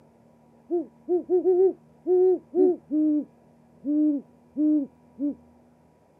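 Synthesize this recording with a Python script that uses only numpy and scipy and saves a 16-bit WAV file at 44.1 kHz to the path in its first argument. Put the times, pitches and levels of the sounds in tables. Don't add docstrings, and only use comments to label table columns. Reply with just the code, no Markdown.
import sys
import numpy as np
from scipy import signal
from scipy.io import wavfile
from scipy.ndimage import uniform_filter1d

SR = 44100
rng = np.random.default_rng(int(sys.argv[2]) if len(sys.argv) > 2 else 0)


def bounce(signal):
    frames = np.transpose(np.atleast_2d(signal))
    limited = np.clip(frames, -1, 1)
    pcm = np.round(limited * 32767).astype(np.int16)
    wavfile.write(sys.argv[1], SR, pcm)


def gain_from_db(level_db):
    decades = np.asarray(level_db, float) / 20
    return 10 ** decades


N = 273287


def evened(x):
    return x / np.sqrt(np.mean(x ** 2) + 1e-20)


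def slow(count, size):
    return evened(uniform_filter1d(uniform_filter1d(rng.standard_normal(count), size), size))


def swelling(db, swells):
    t = np.arange(N) / SR
    return gain_from_db(db + sum(d * np.exp(-((t - middle) / half_width) ** 2) for middle, half_width, d in swells))


def wavering(hz, width, steady):
    r = np.exp(-np.pi * width / SR)
    drift = signal.lfilter([(1 - r) ** 2], np.poly([r, r]), rng.standard_normal((2, N)))
    drift = (drift[0] + 1j * drift[1]) / np.sqrt(np.mean(drift ** 2) * 2)
    carrier = np.exp(2j * np.pi * np.cumsum(hz * np.ones(N)) / SR)
    return evened(((steady + drift) * carrier).real)


def valley():
    # (frequency [Hz], level [dB per Hz])
    wash_spectrum = [(25, -31.5), (48, -27), (66, -11.5), (187, -8.5), (431, -8.5), (560, -7.5), (900, -15),
                     (1150, -26.5), (2720, -34), (2790, -38), (4180, -43.5), (4800, -39.5), (12200, -43),
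                     (15600, -41.5)]
    frames, hz = N // 512 + 5, np.fft.rfftfreq(2048, 1 / SR)
    real, imaginary, patches = rng.standard_normal((frames, 1025, 3)).T
    patches = evened(uniform_filter1d(uniform_filter1d(patches, 14, 0), 8, 1))
    f, shape_db = np.transpose(wash_spectrum)
    shape_db = np.interp(np.log(hz + 1), np.log(f), shape_db)[:, None]
    outdoor = (1 / (1 + (hz / 2500) ** 4))[:, None]
    spectra = (real + 1j * imaginary) * gain_from_db(shape_db + outdoor * 1.3 * patches)
    specks = rng.random((frames // 3 + 1, 103)).T < 0.015
    specks = np.repeat(np.repeat(specks, 10, 0), 3, 1)[:1025, :frames]
    top = hz > 12750
    spectra[top] *= gain_from_db(-14 + 15 * specks[top])
    return gain_from_db(-60) * evened(signal.istft(spectra, nperseg=2048, noverlap=1536)[1][:N])


def engine():
    # (time [s], firing rate [Hz], level [dB])
    speed = [
        (0, 38.6, -1.5),
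        (0.6, 39.01, -1.5),
        (2.8, 38.7, -3),
        (3.599, 39.3, 1),
        (5.1, 40.48, -0.7),
        (5.45, 40.06, 2),
        (5.9, 40.16, -3),
        (6.2, 39.28, -14),
    ]
    # (multiple, level [dB rms], width [Hz])
    orders = [(3, -73.5, 3.4), (5, -74.5, 3.7), (6, -59.5, 1.5)]
    # (middle [s], half width [s], level [dB])
    lowest_swells = [(.7, 0.56, -9.5), (5.42, .22, 9)]
    fourth_swells = [(5.6, .3, -5.5), (6.2, .4, -6.5)]
    drone_swells = [(3.5, 1.1, 9), (4.9, .6, 8)]
    s, *columns = np.transpose(speed)
    hz, db = (np.interp(np.arange(N) / SR, s, c) for c in columns)
    upper = sum(gain_from_db(d) * wavering(k * hz, width, 5 / width) for k, d, width in orders)
    lowest = swelling(-71, lowest_swells) * wavering(2 * hz, 2, 2.3)
    fourth = swelling(-64.5, fourth_swells) * wavering(4 * hz, 4, 2.2)
    drone = swelling(-80, drone_swells) * wavering(150.5, 2, 2)
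    return gain_from_db(db) * upper + lowest + fourth + drone


def whine():
    # (frequency [Hz], level [dB rms], width [Hz])
    electric_tones = [(968, -70.5, 3), (1672, -87, 2), (2008, -94, 3), (2342, -89, 2), (2417, -90, 2),
                      (880, -82, 6)]
    # (middle [s], half width [s], level [dB])
    whine_swells = [(1, 0.66, 3.5), (3.1, 0.46, 3.2), (4.8, .6, 4.2)]
    tones = sum(gain_from_db(db) * wavering(hz, width, 2.5) for hz, db, width in electric_tones)
    return tones * swelling(-4, whine_swells)


def breath(pushes, rise_bend, fall_bend, full_hz, full_db, db_per_hz, silent_hz):
    blend_hz, knee_hz = 5.1, 2.4
    t, total = np.arange(N) / SR, np.exp(silent_hz / 2 / blend_hz)
    for s, hold, top_hz, rise, fall in pushes:
        early = (np.maximum(s - t, 0) / rise) ** rise_bend
        late = (np.maximum(t - s - hold, 0) / fall) ** fall_bend
        slack = early * (1 + 1.3 * early ** 2) + late
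        total = total + np.exp(top_hz * (1 - np.minimum(slack, 1)) / blend_hz)
    hz = blend_hz * np.log(total)
    db = full_db - db_per_hz * knee_hz * np.logaddexp(0, (full_hz - hz) / knee_hz)
    climb = uniform_filter1d(np.maximum(np.gradient(hz) * SR, 0), size=300)
    db = db - 0.0002 * climb
    return hz, db, np.clip((hz - silent_hz) / 40, 0, 1)


def hoots(pushes, law, tones, full_db, octave_db, knee_db, buzz_db):
    # (frequency [Hz], width [Hz], lift [dB])
    resonances = [(4090, 22, 12), (4150, 450, 7), (8100, 600, 8), (9900, 500, 6)]
    hz, db, gate = breath(pushes, *law)
    turn = 2 * np.pi * np.cumsum(hz * (1 + 0.0012 * slow(N, size=400))) / SR
    falling = uniform_filter1d(np.clip(-np.gradient(hz) * SR / 600, 0, 1), 900)
    wander_db, sounding = 2.5 * slow(N, size=1500), gate > 0
    hz, db, turn, falling = hz[sounding], db[sounding], turn[sounding], falling[sounding]
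    voice = gain_from_db(db) * np.cos(turn)
    slack_db = 3 * np.logaddexp(0, (knee_db - db) / 3)
    thinning_db = 0.056 * np.maximum(hz - 355, 0)
    voice += gain_from_db(octave_db - (1.02 - 0.5 * falling) * slack_db - thinning_db) * np.cos(2 * turn)
    third = gain_from_db(-63 + np.minimum(db - knee_db + 8, 0)) * falling * (hz < 310)
    voice += third * np.cos(3 * turn)
    for multiple, tone_db, growth in tones:
        lift_db = np.minimum(growth * (db - full_db), 7) - np.maximum(knee_db - 12 - db, 0)
        voice += gain_from_db(tone_db + lift_db) * np.cos(multiple * turn)
    for multiple in range(8, 34):
        lift_db = sum(d / (1 + ((multiple * hz - f) / width) ** 2) for f, width, d in resonances)
        own_db = np.roll(wander_db, multiple * 7000)[sounding]
        level_db = buzz_db + 2.6 * (db - full_db) + lift_db + own_db
        voice += gain_from_db(level_db) * np.cos(multiple * turn + multiple ** 2)
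    out = np.zeros(N)
    out[sounding] = np.sqrt(2) * voice * gate[sounding]
    return out


def high_owl():
    # (top reached [s], hold [s], top pitch [Hz], rise [s], fall [s])
    high_pushes = [(0.756, 0.001, 353, 0.087, 0.15), (0.812, 0.001, 260, 0.093, 0.128),
                   (1.138, 0.006, 360, 0.089, 0.14), (1.353, 0.001, 369.2, 0.099, 0.134),
                   (1.503, 0.001, 376, 0.105, 0.145), (1.588, 0.001, 356, 0.13, 0.15),
                   (1.645, 0.001, 385.5, 0.14, 0.125), (1.684, 0.001, 347, 0.1, 0.059),
                   (2.133, 0.00089, 367.5, 0.114, 0.296), (2.289, 0.001, 372.8, 0.303, 0.145),
                   (2.316, 0.002, 363.3, 0.061, 0.109), (2.621, 0.014, 372.1, 0.13, 0.199),
                   (2.685, 0.006, 360, 0.132, 0.126)]
    # (rise curvature, fall curvature, pitch of full voice [Hz],
    # full voice [dB], loss below it [dB per Hz], silent under [Hz])
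    high_law = (2.94, 1.98, 374.5, -17.3, .205, 130)
    # (multiple, level [dB rms], growth [dB per dB of effort])
    high_tones = [(3, -73, 2), (4, -68, .9), (5, -69, 1.8), (6, -77, 1.8), (7, -81, 2.5)]
    return hoots(high_pushes, high_law, high_tones, full_db=-17.5, octave_db=-40, knee_db=-27.5, buzz_db=-96.5)


def low_owl():
    # (top reached [s], hold [s], top pitch [Hz], rise [s], fall [s])
    low_pushes = [
        (2.633, 0.0, 307.3, 0.096, 0.115),
        (2.964, 0.114, 306.7, 0.1, 0.11),
        (3.09, 0.086, 298.7, 0.29, 0.11),
        (3.917, 0.061, 295.3, 0.123, 0.05),
        (4.01, 0.079, 302.9, 0.247, 0.12),
        (4.143, 0.0, 288.9, 0.11, 0.12),
        (4.622, 0.132, 304, 0.098, 0.176),
        (4.787, 0.034, 275, 0.088, 0.075),
        (5.258, 0.019, 291.8, 0.12, 0.101),
    ]
    # (rise curvature, fall curvature, pitch of full voice [Hz],
    # full voice [dB], loss below it [dB per Hz], silent under [Hz])
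    low_law = (2.5, 1.88, 303, -21.1, 0.2352, 135)
    # (multiple, level [dB rms], growth [dB per dB of effort])
    low_tones = [(3, -79, .3), (4, -70, 1.1), (5, -75, 1.0), (6, -81, 1.5), (8, -79, 2), (9, -86, 2)]
    # (middle [s], half width [s], level [dB])
    turned_away = [(2.631, 0.17, -1), (3.019, 0.122, -1.4)]
    voice = hoots(low_pushes, low_law, low_tones, full_db=-20.5, octave_db=-40, knee_db=-27, buzz_db=-100.5)
    return voice * swelling(0, turned_away)


def surroundings(x):
    # (delay [s], level [dB])
    reflections = [(0.013, -28.5), (.036, -21), (.052, -32.5), (.07, -33.5)]
    taps = np.zeros(SR // 4)
    for s, db in reflections:
        taps[round(s * SR)] = gain_from_db(db)
    t = np.arange(len(taps)) / SR
    sparse = rng.choice([-1.0, 1.0], len(t)) * (rng.random(len(t)) < 0.04)
    tail = sparse * (t > 0.02) * gain_from_db(-60 * t / 0.2)
    taps += gain_from_db(-29) * tail / np.linalg.norm(tail)
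    return x + signal.oaconvolve(x, taps)[:N]


def scene():
    background = valley() + engine() + whine()
    return (background + surroundings(high_owl() + low_owl()))[None]


def band_limit(x):
    return signal.sosfilt(signal.butter(12, 15600, fs=SR, output="sos"), x)


def record(dry):
    high_pass = signal.butter(4, 58, "high", fs=SR, output="sos")
    thinned = signal.sosfiltfilt(high_pass, dry, padtype="even", padlen=4000)
    dry = 0.3 * dry + 0.7 * thinned
    switching_hz, mirror_db = 12880, -67
    ripple = wavering(switching_hz, 120, 0.7)
    hiss = np.diff(rng.standard_normal(N + 1))
    hiss = signal.oaconvolve(hiss, signal.firwin(255, 12750, fs=SR), "same")
    loudness = np.sqrt(abs(uniform_filter1d(dry ** 2, 600)))
    mix = dry * (1 + gain_from_db(mirror_db) * ripple) + gain_from_db(-65) * hiss * loudness
    return band_limit(mix)


dry = scene()
out = record(dry)
bounce(out)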